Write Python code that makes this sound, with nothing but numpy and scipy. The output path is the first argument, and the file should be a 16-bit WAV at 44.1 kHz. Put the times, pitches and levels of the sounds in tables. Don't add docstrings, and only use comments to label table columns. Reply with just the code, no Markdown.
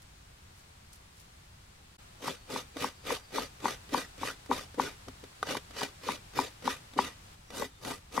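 import sys
import numpy as np
from scipy import signal
from scipy.fft import rfft, irfft, next_fast_len
from scipy.io import wavfile
from scipy.ndimage import uniform_filter1d

SR = 44100
rng = np.random.default_rng(int(sys.argv[2]) if len(sys.argv) > 2 else 0)


def generate_wav(sig):
    pcm = np.round(np.clip(np.atleast_2d(sig).T, -1, 1) * 32767).astype(np.int16)
    wavfile.write(sys.argv[1], SR, pcm)


N = 361619
T = np.arange(N) / SR
FFT_SIZE = next_fast_len(N + 8192)
FFT_SIZE += FFT_SIZE % 2
HZ = np.maximum(np.arange(FFT_SIZE // 2 + 1) * SR / FFT_SIZE, 1)


def undb(db):
    return 10 ** (np.asarray(db) / 20)

def unit(x):
    return x / np.sqrt(np.mean(x ** 2))

def bell(s, width_s):
    return np.exp(-((T - s) / width_s) ** 2)

def curve(points):
    hz, value = np.transpose(points)
    return np.interp(np.log(HZ), np.log(hz), value)

def filtered(x, gain):
    return irfft(rfft(x, FFT_SIZE) * gain, FFT_SIZE)[..., :N]

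def lowpass(hz, order=4):
    return 1 / (1 + (HZ / hz) ** order)

def spread(pair, correlation):
    c = np.clip(curve(correlation), -1, 1)
    mid, side = filtered(pair, np.sqrt(np.array([1 + c, 1 - c]) / 2))
    return np.array([mid + side, mid - side])

def sides(pan_db):
    return undb(np.array([[1], [-1]]) * pan_db / 2)

def add(out, s, sound):
    i = int(s * SR)
    out[..., i:i + sound.shape[-1]] += sound[..., :N - i]

def wander(rate):
    hold = max(int(SR / rate), 1)
    held = np.repeat(rng.standard_normal(N // hold + 1), hold)
    return 1.32 * uniform_filter1d(uniform_filter1d(held, hold), hold)[:N]

def shot_noise(rate, scatter_db):
    snaps = rng.random((2, N)) < rate / SR
    size = undb(scatter_db * np.minimum(rng.exponential(size=(2, N)), 4))
    return unit(snaps * size * np.sign(rng.standard_normal((2, N))))

def mode(t, hz, t60):
    return np.sin(2 * np.pi * hz * t) * np.exp(-np.log(1000) * t / t60)


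# f/Hz, relative level/dB
AIR_SPECTRUM = [(25, -6.5), (45, 1), (85, 1.5), (165, -7), (270, -15.5), (500, -16), (800, -13.5),
                (1600, -17), (4300, -20), (6000, -23.5), (8300, -24), (11000, -29), (15500, -36)]
# f/Hz, correlation
AIR_CORRELATION = [(110, 1), (210, 0.94), (380, 0.21), (650, -0.64), (1300, -0.088)]
# f/Hz, pan/dB
AIR_PAN = [(380, 0), (700, 4), (1250, -1), (4400, 2), (8200, 4.5), (12000, -3)]
# start t/s, rumble level/dB, hiss level/dB
GARDEN_LEVELS = [(0, -58.5, -59), (1.976, -57.5, -56.5), (3.4, -55.5, -55), (5.1, -57.2, -55),
                 (7.35, -58, -59)]

def garden(crossover_hz=260, dip_s=1.976, dip_width_s=0.006, dip_db=-44):
    starts, rumble_db, hiss_db = np.transpose(GARDEN_LEVELS)
    stretch = np.searchsorted(starts[1:], T)
    air = spread(rng.standard_normal((2, N)), AIR_CORRELATION)
    colour = undb(curve(AIR_SPECTRUM)) * sides(curve(AIR_PAN))
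    low = lowpass(crossover_hz)
    rumble = unit(filtered(air, colour * low)) * undb(rumble_db[stretch] + 1.3 * wander(12))
    hiss = unit(filtered(air, colour * (1 - low))) * undb(hiss_db[stretch] + 0.36 * wander(5.6))
    return (rumble + hiss) * undb(dip_db * bell(dip_s, dip_width_s))


# t/s, width/s, level/dB
FOOTSTEPS = [(.025, 0.0067, -56.5), (0.591, .04, -66), (.933, 0.0066, -53), (.95, .025, -61.5),
             (1.2, .05, -60.5)]

def steps():
    swell = sum(undb(db) * bell(s, width) for s, width, db in FOOTSTEPS)
    band = lowpass(11000) * (1 - lowpass(4800, order=2))
    return swell * unit(filtered(shot_noise(rate=1000, scatter_db=3.5), band))


# knock t/s, force level/dB, lag from knock to fastest tearing/s, rasp level/dB
STROKES = [(2.2801, -9, .006, -40.5), (2.561, -10.5, 0.0039, -39.5), (2.8439, -4.5, -0.0051, -39),
           (3.1051, -7.5, .018, -37.5), (3.383, -6.5, 0.013, -37.5), (3.6558, -1.5, 0.019, -38.5),
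           (3.9452, -.5, 0.016, -38), (4.2323, -8, 0.039, -38.5), (4.5139, 0.5, 0.025, -39),
           (4.797, 0.5, 0.024, -39.5), (5.5514, -11, -0.03, -39), (5.8165, -10.5, 0.004, -39),
           (6.0884, -4.5, 0.016, -38.5), (6.3893, .5, 0.00027, -38.5), (6.6772, -1, 0.0068, -38.5),
           (6.9891, 3.5, -0.00088, -38.5), (7.6225, -10, -0.02, -42.5), (7.916, -25, -.013, -42.5),
           (8.1773, -2.5, 0.016, -41.5)]
# start t/s, stroke length/s, relative treble level/dB, relative bass level/dB,
# shudder level/dB, lead of shudder over knock/s, knock pan/dB
BOUTS = [(2.1, 0.16, -8, -2, -25, .011, 5), (5.3, 0.16, -9.5, -3, -34.5, .02, 5),
         (7.4, 0.18, -3, 2.5, -39, .006, 9)]

def rasp(tooth_hz=300, tooth_db=1.87, bass_lead_s=0.008, bite_power=2.43, level_db=4.5, treble_lift_db=9):
    low, mid, high, stall_db = np.zeros((4, N))
    for knock_s, force_db, lag_s, db, (length_s, treble_db, bass_db, *_) in strokes():
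        rise_s = length_s * np.clip(0.29 - 0.05 * force_db, .1, .5)
        peak_s, fall_s = knock_s + lag_s, length_s - rise_s
        biting = np.clip((peak_s - T) / rise_s, 0, 3) ** bite_power
        releasing = np.clip((T - peak_s) / fall_s, 0, 3) ** 2
        swing_db = -20 * (biting + releasing)
        low += undb(db + bass_db + 1.09 * swing_db)
        mid += undb(db + swing_db)
        high += undb(db + treble_db + 1.01 * swing_db)
        stall_db -= 7.5 * undb(force_db) * bell(knock_s + 0.0055, width_s=0.0038)
    low = np.interp(T + bass_lead_s, T, low)
    catch_db = .7 * wander(90)
    snaps = turning_shell(shot_noise(rate=12000, scatter_db=1.5))
    snaps *= undb(tooth_db * wander(tooth_hz) + catch_db)
    bass, body = lowpass(830), lowpass(7000)
    thrum = low * filtered(snaps, bass)
    scrape = mid * undb(0.46 * stall_db) * filtered(snaps, body - bass)
    crackle = high * undb(stall_db) * filtered(snaps, 1 - body)
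    return undb(level_db) * (thrum + scrape + undb(treble_lift_db) * crackle)

def strokes():
    bout = np.searchsorted([row[0] for row in BOUTS], [row[0] for row in STROKES]) - 1
    return [(*stroke, BOUTS[k][1:]) for stroke, k in zip(STROKES, bout)]

def turning_shell(x, depth_db=3.0):
    spectra = signal.stft(x, nperseg=512)[2]
    ripple = uniform_filter1d(rng.standard_normal(spectra.shape[1:]), size=3, axis=0)
    ripple = uniform_filter1d(ripple, size=7, axis=1)
    return signal.istft(spectra * undb(depth_db * unit(ripple)))[1][:, :N]


# f/Hz, level/dB
TEAR_SPECTRUM = [(60, -12.5), (130, 5), (220, 3.5), (340, 3.5), (550, 7), (700, 2.5), (1300, 0), (2600, 0),
                 (5200, -3), (7300, -8.5), (9500, -9), (12500, -14), (16000, -27)]
# f/Hz, bandwidth/Hz, peak level/dB
RESONANCES = [(273, 81, 9.5), (413.3, 29, 7.5), (496, 127, 7), (750, 76, 2.5), (923, 56, 5), (1222, 110, 9),
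              (1510, 63, 5.5), (1955, 100, 8.5), (2398, 79, 6.5), (2966, 64, 6.5), (3490, 54, 7),
              (3737, 80, 8), (4710, 290, 3), (6050, 790, 3), (10900, 500, 1.5)]
# f/Hz, pan/dB
TEAR_PAN = [(300, 0), (520, 1.5), (700, 6), (930, 6), (1200, 1.5), (1500, -2.5), (2000, -2), (2350, 3.6),
            (3600, -2), (5000, -1), (6200, 4), (9500, 2), (11500, -7), (15000, -11)]
# f/Hz, correlation
TEAR_CORRELATION = [(150, 1), (500, 0.37), (1300, 0.87), (2500, 0.5), (5000, 0.41), (8000, 0.21),
                    (12000, 0)]

def scraper_response(force):
    peaks_db = sum(db / (1 + (2 * (HZ - hz) / width) ** 2) for hz, width, db in RESONANCES)
    response = minimum_phase(curve(TEAR_SPECTRUM) + peaks_db) * sides(curve(TEAR_PAN))
    return filtered(spread(force, TEAR_CORRELATION), response)

def minimum_phase(db):
    cepstrum = irfft(np.log(undb(db)), FFT_SIZE)
    cepstrum[1:FFT_SIZE // 2] *= 2
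    cepstrum[FFT_SIZE // 2 + 1:] = 0
    return np.exp(rfft(cepstrum))


# t/s, crunch level/dB, shell ring level/dB, bench shudder level/dB
BUMPS = [(2.768, -40, -33, -30), (3.682, -36, -29, -47), (5.083, -44, -37.5, -37), (5.239, -46, -60, -39),
         (5.428, -36, -18, -47), (5.507, -35.5, -35, -44), (5.569, -32.5, -29.5, -42),
         (5.708, -48, -51, -54), (5.832, -29.5, -42, -44), (7.504, -45.5, -57, -58), (7.849, -37, -42, -50)]

def crunches(decay_s=0.0055, level_db=6):
    envelope, fade = np.zeros(N), np.exp(-T[:SR // 20] / decay_s)
    for s, db, _ in contacts():
        add(envelope, s, undb(db) * fade)
    return undb(level_db) * envelope * rng.standard_normal((2, N))

def contacts(lead_s=.0535, crunch_db=-48.5, ring_db=-54):
    return [row[:3] for row in BUMPS] + [(s - lead_s, crunch_db, ring_db) for s, *_ in STROKES]


# f/Hz, t60/s, level/dB
SHELL_MODES = [(431, 0.041, -8), (730, 0.02, -2.5), (1180, 0.025, 1), (1420, .022, -4),
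               (2110, 0.016, -10.5)]

def shell_taps(contact_s=0.00085, detune=0.043, pan_db=2, level_db=-2):
    out, t, touches = np.zeros(N), T[:SR // 20], contacts()
    onset = 1 - np.exp(-t / contact_s)
    for s, _, ring_db in touches:
        tuning = 1 + detune * rng.standard_normal(len(SHELL_MODES))
        ring = sum((-1) ** k * undb(db) * mode(t, hz * tuning[k], t60)
                   for k, (hz, t60, db) in enumerate(SHELL_MODES))
        add(out, s, undb(ring_db) * ring * onset)
    return undb(level_db) * sides(pan_db) * out


# f/Hz, t60/s, level/dB, pan/dB
BENCH_MODES = [(195, 0.035, -20, 6), (262, 0.12, -14, 0.5), (385.4, 0.095, -16, -0.5), (493, 0.061, -14, 8),
               (748, 0.023, -24.5, 33), (981, 0.085, -10, 5.5), (1120, 0.042, -17, -19),
               (1550, .03, -60.5, -26), (1965, 0.023, -13.5, -7), (2350, 0.021, -17.5, -2)]

def bench_ring(damping):
    return sum((-1) ** k * sides(pan) * undb(db) * mode(T[:SR // 6], hz, t60 / damping)
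               for k, (hz, t60, db, pan) in enumerate(BENCH_MODES))

def shudders(slip_s=0.00331, swell_s=0.008, push_s=0.0017, force_power=1.4, level_db=7):
    out, push = np.zeros((2, N)), signal.windows.hann(int(push_s * SR))
    thud = signal.fftconvolve(bench_ring(damping=1.27), push[None] / push.sum())
    before_knocks = [(s - lead_s, db + force_power * force_db)
                     for s, force_db, _, _, (*_, db, lead_s, _) in strokes()]
    at_bumps = [(s, db) for s, _, _, db in BUMPS]
    for s, db in before_knocks + at_bumps:
        for offset in slip_s * (np.arange(-4, 3) + 0.16 * rng.standard_normal(7)):
            swell = np.exp(-((offset + slip_s) / swell_s) ** 2)
            add(out, s + offset, undb(db + level_db) * swell * thud)
    return out

def knocks(judder_hz=990, judder_s=0.00371, judder_db=-15, ring_db=-20, bounce_s=.0066, bounce_gain=.35):
    out, ring = np.zeros((2, N)), bench_ring(damping=1.0) * undb(ring_db)
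    t = T[:int(judder_s * SR)]
    envelope = signal.windows.tukey(len(t), .3) * np.exp(-t / .02)
    for s, db, _, _, (*_, pan_db) in strokes():
        pitch, timing, strength = rng.standard_normal(3)
        judder = envelope * np.sin(2 * np.pi * judder_hz * (1 + 0.016 * pitch) * t)
        add(out, s, undb(db + judder_db) * sides(pan_db) * judder)
        add(out, s + judder_s / 2, undb(db) * ring)
        add(out, s + bounce_s * (1 + 0.059 * timing), undb(db + 2 * strength) * bounce_gain * ring)
    return out


# t/s, width/s, f/Hz, level/dB
WHISTLES = [(2.42, 0.077, 4420, -67), (3.0, 0.091, 4700, -69), (3.26, 0.09, 4640, -63),
            (7.5, .045, 5700, -65), (7.75, 0.055, 3640, -66.5)]

def whistles(waver=0.0216, drift=.01, flutter_db=3):
    warped_t = np.cumsum(1 + waver * wander(500) + drift * wander(25)) / SR
    tones = sum(undb(db) * bell(s, width) * np.sin(2 * np.pi * hz * warped_t)
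                for s, width, hz, db in WHISTLES)
    return tones * undb(flutter_db * wander(76))


# t/s, f/Hz, level/dB
SQUEAKS = [(4.298, 1430, -43), (4.868, 1430, -43)]

def squeaks(width_s=.017, waver=.04, flutter_db=4.0):
    warped_t = np.cumsum(1 + waver * wander(600)) / SR
    notes = sum(undb(db) * bell(s, width_s) * np.sin(2 * np.pi * hz * warped_t) for s, hz, db in SQUEAKS)
    return notes * undb(flutter_db * wander(300))


def scene():
    tearing = scraper_response(rasp() + crunches())
    scraper = tearing + shell_taps() + knocks() + shudders() + squeaks()
    return scraper + steps() + whistles() + garden()

def record(dry, cutoff_hz=15800):
    return signal.sosfilt(signal.ellip(10, .2, 80, cutoff_hz, fs=SR, output="sos"), dry)


dry = scene()
out = record(dry)
generate_wav(out)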